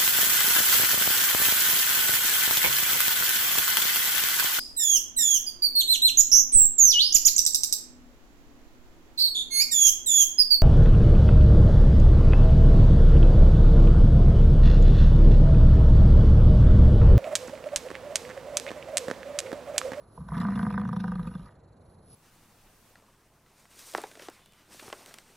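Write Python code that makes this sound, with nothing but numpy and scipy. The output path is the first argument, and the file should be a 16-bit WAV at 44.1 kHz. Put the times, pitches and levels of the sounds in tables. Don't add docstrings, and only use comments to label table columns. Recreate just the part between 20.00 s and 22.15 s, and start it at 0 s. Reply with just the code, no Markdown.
import sys
import numpy as np
from scipy import signal
from scipy.fft import rfft, irfft, next_fast_len
from scipy.io import wavfile
from scipy.ndimage import uniform_filter1d, map_coordinates

SR = 44100
rng = np.random.default_rng(int(sys.argv[2]) if len(sys.argv) > 2 else 0)


def transcribe(u):
    v = np.clip(np.atleast_2d(u).T, -1, 1)
    q = np.round(v * 32767).astype(np.int16)
    wavfile.write(sys.argv[1], SR, q)


N = 94815

# frequency in Hz, relative level in dB.
MURMUR_COLOUR = [(20, -11), (35, 0.5), (55, -0.5), (100, 5), (200, -7), (500, -7), (1000, -16), (1500, -22),
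                 (2100, -31), (3000, -40), (7000, -68.5), (13000, -85)]
SIDE_COLOUR = [(30, -24.5), (150, -1), (400, 8), (1000, 3), (1600, -20), (4000, -24), (12000, -58)]
HISS_COLOUR = [(1500, -38.5), (3000, -22.5), (5200, -19), (6200, -25), (8000, -29.5), (9200, -12.5),
               (10500, -4), (11100, -11), (11700, -32.5), (13000, -28)]
INSECT_COLOUR = [(2800, -33), (3600, 0), (4200, 9.5), (5000, -5.5), (6200, -3.5), (7400, 1.5), (8500, -2.5),
                 (12000, -69.5)]
GROWL_COLOUR = [(25, -34.5), (40, -47), (56, -4.5), (85, -13), (125, 1), (170, 2), (235, -4.5),
                (300, -34.5), (600, -52)]
PUFF_COLOUR = [(1200, 5.5), (1900, 0), (2200, -6.5), (2400, 4), (2600, -3), (2800, 4), (3050, -4),
               (3500, 4), (4400, -3), (4900, -4.5), (5300, 0), (5700, -8.5), (6100, -13), (7000, -12.5),
               (8200, -16), (10500, 1), (11600, -13.5), (13000, -54)]
# time in seconds, level in dB.
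HISS_LEVEL = [(0, -67.5), (.06, -74.5), (.17, -63), (.23, -69.5), (.37, -60), (.45, -72), (.61, -57.5),
              (.78, -75), (1.15, -74), (1.3, -65), (1.47, -72.5), (1.6, -84.5), (1.78, -80), (1.92, -69.5),
              (1.99, -78), (2.13, -55.5)]
# time in seconds, level in dB.
GROWL_LEVEL = [(.165, -84), (.19, -48), (.28, -44.5), (.39, -38.5), (.6, -35), (1.0, -36.5), (1.28, -43),
               (1.42, -47), (1.5, -63.5)]
# time in seconds, rasp in dB, grainy rattle in dB, treble in dB.
AIR_LEVELS = [(.17, -70, -110, -110), (.22, -62, -99, -97), (.28, -62, -67, -79), (.34, -44, -49.5, -60),
              (.40, -46.5, -47, -54.5), (.50, -49.5, -50, -60), (.60, -57.5, -52, -60),
              (.80, -61, -56, -68.5), (1.05, -53, -65.5, -62), (1.28, -56, -61, -72),
              (1.40, -64, -73.5, -64.5), (1.47, -57, -62, -64.5), (1.55, -74, -75.5, -78.5),
              (1.7, -110, -110, -110)]
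# time in seconds, mean pitch in Hz, mean level in dB.
HUM_TRACK = [(.165, 60.7, -76), (.195, 66.2, -46), (.26, 55.6, -53.5), (.305, 61.7, -41), (.42, 55, -57),
             (.52, 54.5, -46), (.62, 52.8, -47.5), (.85, 53.7, -50), (1.0, 55.6, -51), (1.2, 52.8, -45),
             (1.33, 53.8, -51), (1.44, 55, -51), (1.5, 55.3, -73)]
# start in seconds, clap in dB, extra on the clap's upper modes in dB, boom in dB,
# puff in dB; BEAT_TRIM_DB is added to clap, boom and puff.
BEATS = [(0.176, -25.5, 11, -44.5, -86), (0.204, -38.5, -6, -34, -72), (0.287, -21.5, 15, -50, -59),
         (0.319, -13.5, 2, -25.5, -81), (0.348, -42, 0, -28, -55), (0.368, -26, -1, -20.5, -55),
         (0.38, -27.5, 4, -28, -49), (0.402, -47, 3, -18, -47), (0.414, -22.5, -1.5, -47, -45.5),
         (0.432, -29, -2, -27.5, -61), (0.45, -16.5, 0.5, -22.5, -62), (0.485, -18.5, -1, -24, -55),
         (0.521, -26, 2, -24, -55), (0.557, -22.5, -3, -22.5, -47.5), (0.593, -19.5, 2.5, -25, -49),
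         (0.629, -21.5, -0.5, -22, -49.5), (0.666, -20, -1, -24.5, -52.5), (0.705, -20, -2, -28.5, -48),
         (0.741, -21.5, 1, -32, -52.5), (0.777, -16, 0.5, -25.5, -53.5), (0.816, -23, -24, -29, -52),
         (0.852, -28, 4, -26, -53), (0.89, -24.5, -3, -26.5, -51.5), (0.929, -19.5, -5, -26, -50.5),
         (0.964, -24.5, -6, -24, -47), (1.002, -37, 11, -25, -46), (1.04, -23, 6, -24.5, -53.5),
         (1.079, -24.5, 3, -25.5, -53), (1.118, -23, 1, -28.5, -54), (1.155, -27.5, 0, -24, -55.5),
         (1.194, -28, -1, -25.5, -55), (1.23, -38.5, 3, -27, -57), (1.272, -29.5, -8, -22, -53),
         (1.315, -38, 7, -28, -60), (1.353, -30.5, -0.5, -24, -54), (1.395, -40.5, 2, -28, -59),
         (1.448, -58, 3, -43, -65.5)]
# start in seconds, base level of clap and boom in dB,
# puff in dB; the slap offsets are added to clap and boom, BEAT_TRIM_DB to the puff.
SLAPS = [(0.466, -37, -74), (0.506, -21, -53), (.576, -18.5, -60), (.612, -23, -73), (.651, -19.5, -63),
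         (0.726, -27, -51.5), (0.756, -28, -62.5), (.797, -19, -53.5), (0.835, -23.5, -69),
         (0.878, -29, -55), (1.095, -37, -76), (1.255, -29, -62)]
# time in seconds, pitch in
# Hz.
BOOM_PITCH = [(.18, 164), (.32, 166), (.39, 173), (.46, 204.2), (.61, 205.2), (.75, 199.5), (1.0, 192.9),
              (1.2, 178.6), (1.4, 173.9)]
# time in seconds, share of the decay time.
BOOM_RING = [(1.1, 0.99), (1.28, 0.48)]
# multiple of the boom pitch, mean level in dB, unscaled t60 in seconds, attack in seconds.
CHEST_MODES = [(0.301, -26, 0.21, 0.013), (0.662, -7, 0.11, 0.0093), (0.996, 10, 0.11, 0.01),
               (1.198, -16, 0.1, 0.019)]
# mean frequency in Hz, glide in Hz per s, mean level in dB,
# level change in dB per s, unscaled t60 in seconds.
THROAT_MODES = [(489.3, 24.5, -19, 6.5, 0.15), (738, 105.5, -18, -3.5, 0.079), (998, -39, -9.5, 0.5, 0.037),
                (1196.4, 21, -11, 4, 0.035), (1503, 45.5, -13, -2.5, 0.023), (1768, 3, -23.5, 4, 0.029),
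                (2040, 3, -33, -20, 0.021), (1120, 6, -0.5, -4.5, 0.012), (1540, -6, -7.5, 8, 0.0099)]
# time in seconds, lower edge in Hz, upper edge in Hz.
MOUTH_BAND = [(.18, 374, 1127), (.28, 910, 1190), (.32, 980, 1300), (.36, 585, 2180), (.6, 504, 2220),
              (0.849, 497, 1930), (1.149, 426, 1790), (1.399, 394, 1672)]
# frequency in Hz, left minus right in dB.
BALANCE_DB = [(200, 0), (350, -.5), (640, -3.3), (1100, -3), (2100, 0), (12000, 0)]
# frequency in Hz, lead of the left in radians.
LEAD_RAD = [(20, 0), (100, -.03), (200, -.11), (900, -.33), (1800, 0), (4000, .8), (4570, 1.7), (5100, 4.6),
            (5600, 6.0), (6300, 6.4), (8350, 8.6), (9500, 9.7), (11800, 12.3)]

TOP_HZ = 13000
MURMUR_DB, SIDE_DB = -56, -71.5
INSECT_DB, INSECT_SWING_DB = -83, 6.5
INSECT_START_RATE_HZ, INSECT_SLOWING_HZ_PER_S = 24.3, 0.7
RATTLE_RATE_HZ, RATTLE_LOG_SPREAD = 270, 0.4
RATTLE_SCATTER_DB = 6
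RATTLE_LOW_HZ, RATTLE_HIGH_HZ, RATTLE_TICK_S = 940, 2016, 0.0016
RASP_RING = 1.28
MID_CALL_S = 0.8
OPEN_MOUTH_HZ = 1900
UPPER_MODES_HZ = 1370
BEAT_TRIM_DB, BEAT_RING = -0.5, 0.96
SLAP_CLAP_DB, SLAP_BOOM_DB, SLAP_BRIGHT_DB, SLAP_RING = -3, -9, 5.5, 0.48
PUFF_LEAD_S = 0.0043
PUFF_ATTACK_S, PUFF_T60_S, PUFF_LOG_SPREAD = 0.0073, 0.024, 0.27
REOPEN_S, REOPEN_LEFT = 0.0047, 0.34


def amp(db):
    return 10 ** (np.asarray(db) / 20)


def unit(x):
    return x / np.sqrt(np.mean(x ** 2) + 1e-20)


def along(points, hz):
    f, v = np.transpose(points)
    return np.interp(np.log(hz + 1), np.log(f + 1), v)


def curves(rows):
    s, *cols = np.transpose(rows)
    return [np.interp(np.arange(N) / SR, s, c) for c in cols]


def filtered(x, response):
    m = next_fast_len(N + 8192)
    return irfft(rfft(x, m) * response(np.fft.rfftfreq(m, 1 / SR)), m)[..., :N]


def noise(colour):
    def response(hz):
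        rolloff = 1 + (hz / colour[-1][0] / 2) ** 4
        return amp(along(colour, hz)) / rolloff
    return unit(filtered(rng.standard_normal(N), response))


def band(x, low_hz, high_hz, order):
    x = signal.sosfilt(signal.butter(2, low_hz, "high", fs=SR, output="sos"), x)
    return signal.sosfilt(signal.butter(order, high_hz, fs=SR, output="sos"), x)


def patchy(x, depth_db):
    z = signal.stft(x, nperseg=512)[2]
    field = uniform_filter1d(rng.standard_normal(z.shape), size=5, axis=0)
    field = uniform_filter1d(field, size=5, axis=1)
    gain = amp(depth_db * unit(field))
    return unit(signal.istft(z * gain, nperseg=512)[1][:N])


def wobble(rate_hz):
    return map_coordinates(rng.standard_normal(SR // 10), [np.arange(N) * rate_hz / SR])


def add(track, s, sound):
    part = track[max(round(s * SR), 0):][:len(sound)]
    part += sound[:len(part)]


def meadow():
    hiss_db, = curves(HISS_LEVEL)
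    return amp(MURMUR_DB) * noise(MURMUR_COLOUR) + amp(hiss_db) * noise(HISS_COLOUR)


def insects():
    rate_hz = INSECT_START_RATE_HZ - INSECT_SLOWING_HZ_PER_S * np.arange(N) / SR
    swing = np.cos(2 * np.pi * np.cumsum(rate_hz) / SR)
    return amp(INSECT_DB + INSECT_SWING_DB * swing) * noise(INSECT_COLOUR)


def rattle(count=900):
    gaps, sizes = rng.standard_normal((count, 2)).T
    gaps_s = np.exp(RATTLE_LOG_SPREAD * gaps) / RATTLE_RATE_HZ
    at = (SR * np.cumsum(gaps_s)).astype(int)
    ticks = np.bincount(at, amp(RATTLE_SCATTER_DB * np.tanh(sizes)), N)[:N]
    bursts = signal.lfilter([1], [1, -np.exp(-1 / (RATTLE_TICK_S * SR))], ticks)
    return unit(band(bursts * rng.standard_normal(N), RATTLE_LOW_HZ, RATTLE_HIGH_HZ, order=12))


def rasp(air_gain, count=8):
    moments_s = np.linspace(AIR_LEVELS[4][0], BEATS[-1][0], count)
    t = np.arange(N) / SR
    total = np.zeros(N)
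    for s, share in zip(moments_s, np.eye(count)):
        air = air_gain * rng.standard_normal(N)
        rung = unit(signal.fftconvolve(air, clap(s, RASP_RING, 0))[:N])
        total += np.sqrt(np.interp(t, moments_s, share)) * rung
    return total


def throat_air(flutter_db=4.0, flutter_hz=220):
    rasp_db, rattle_db, treble_db = curves(AIR_LEVELS)
    growl_db, = curves(GROWL_LEVEL)
    flutter = unit(amp(flutter_db * wobble(flutter_hz)))
    treble = flutter * patchy(noise(PUFF_COLOUR), depth_db=4.0)
    air = amp(rasp_db) * rasp(flutter) + amp(rattle_db) * rattle() + amp(treble_db) * treble
    return air + amp(growl_db) * noise(GROWL_COLOUR)


def tone(pitch_hz, waver, waver_hz=45):
    return np.sin(2 * np.pi * np.cumsum(pitch_hz * (1 + waver * wobble(waver_hz))) / SR)


def hum(waver=0.069, waver_db=1):
    pitch_hz, level_db = curves(HUM_TRACK)
    return amp(level_db + waver_db * wobble(27)) * np.sqrt(2) * tone(pitch_hz, waver)


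def puff():
    t = np.arange(SR // 10) / SR / np.exp(PUFF_LOG_SPREAD * rng.standard_normal())
    shape = (1 - np.exp(-(t / PUFF_ATTACK_S) ** 2)) * amp(-60 * t / PUFF_T60_S)
    return shape / shape.max()


def boom(s, gap_s, scatter_db=1):
    t = np.arange(SR // 5) / SR
    pitch_hz = np.interp(s, *np.transpose(BOOM_PITCH))
    ring = np.interp(s, *np.transpose(BOOM_RING))
    choke = np.interp(t, [gap_s - REOPEN_S, gap_s], [1, REOPEN_LEFT])
    total = np.zeros(len(t))
    for multiple, db, t60_s, attack_s in CHEST_MODES:
        level_db = db + scatter_db * rng.standard_normal()
        envelope = amp(level_db - 60 * t / (t60_s * ring)) * (1 - np.exp(-t / attack_s))
        total += envelope * np.sin(2 * np.pi * multiple * pitch_hz * t)
    return choke * total


def clap(s, ring, bright_db, scatter_db=2.5, attack_s=0.0012, detune=0.008):
    t = np.arange(SR // 6) / SR
    late_s = s - MID_CALL_S
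    times_s, lows_hz, highs_hz = np.transpose(MOUTH_BAND)
    low_hz = np.interp(s, times_s, lows_hz)
    high_hz = np.interp(s, times_s, highs_hz)
    ring = ring * min(1, high_hz / OPEN_MOUTH_HZ)
    modes = np.zeros(len(t))
    for hz, glide, db, change, t60_s in THROAT_MODES:
        level_db = db + change * late_s + bright_db * (hz > UPPER_MODES_HZ)
        level_db += scatter_db * rng.standard_normal()
        mode_hz = (hz + glide * late_s) * (1 + detune * rng.standard_normal())
        modes += amp(level_db - 60 * t / (t60_s * ring)) * np.sin(2 * np.pi * mode_hz * t)
    return band(modes * (1 - np.exp(-t / attack_s)), low_hz, high_hz, order=9)


def folds():
    voice, flow = np.zeros(N), np.zeros(N)
    starts_s = np.array([row[0] for row in BEATS] + [N / SR])

    def gap_s(s):
        return starts_s[starts_s > s].min() - s

    for s, clap_db, bright_db, boom_db, puff_db in BEATS:
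        add(voice, s, amp(boom_db + BEAT_TRIM_DB) * boom(s, gap_s(s)))
        add(voice, s, amp(clap_db + BEAT_TRIM_DB) * clap(s, BEAT_RING, bright_db))
        add(flow, s - PUFF_LEAD_S, amp(puff_db + BEAT_TRIM_DB) * puff())
    for s, slap_db, puff_db in SLAPS:
        add(voice, s, amp(slap_db + SLAP_BOOM_DB) * boom(s, gap_s(s)))
        add(voice, s, amp(slap_db + SLAP_CLAP_DB) * clap(s, SLAP_RING, SLAP_BRIGHT_DB))
        add(flow, s - PUFF_LEAD_S, amp(puff_db + BEAT_TRIM_DB) * puff())
    return voice + flow * patchy(noise(PUFF_COLOUR), depth_db=5)


def scene():
    front = meadow() + insects() + throat_air() + hum() + folds()
    side = amp(SIDE_DB) * noise(SIDE_COLOUR)
    return np.array([front + side, front - side])


def record(dry):
    half = np.array([[0.5], [-0.5]])

    def response(hz):
        level = amp(half * along(BALANCE_DB, hz))
        phase = np.exp(1j * half * along(LEAD_RAD, hz))
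        return level * phase * (hz < TOP_HZ)
    return filtered(dry, response)


dry = scene()
out = record(dry)
transcribe(out)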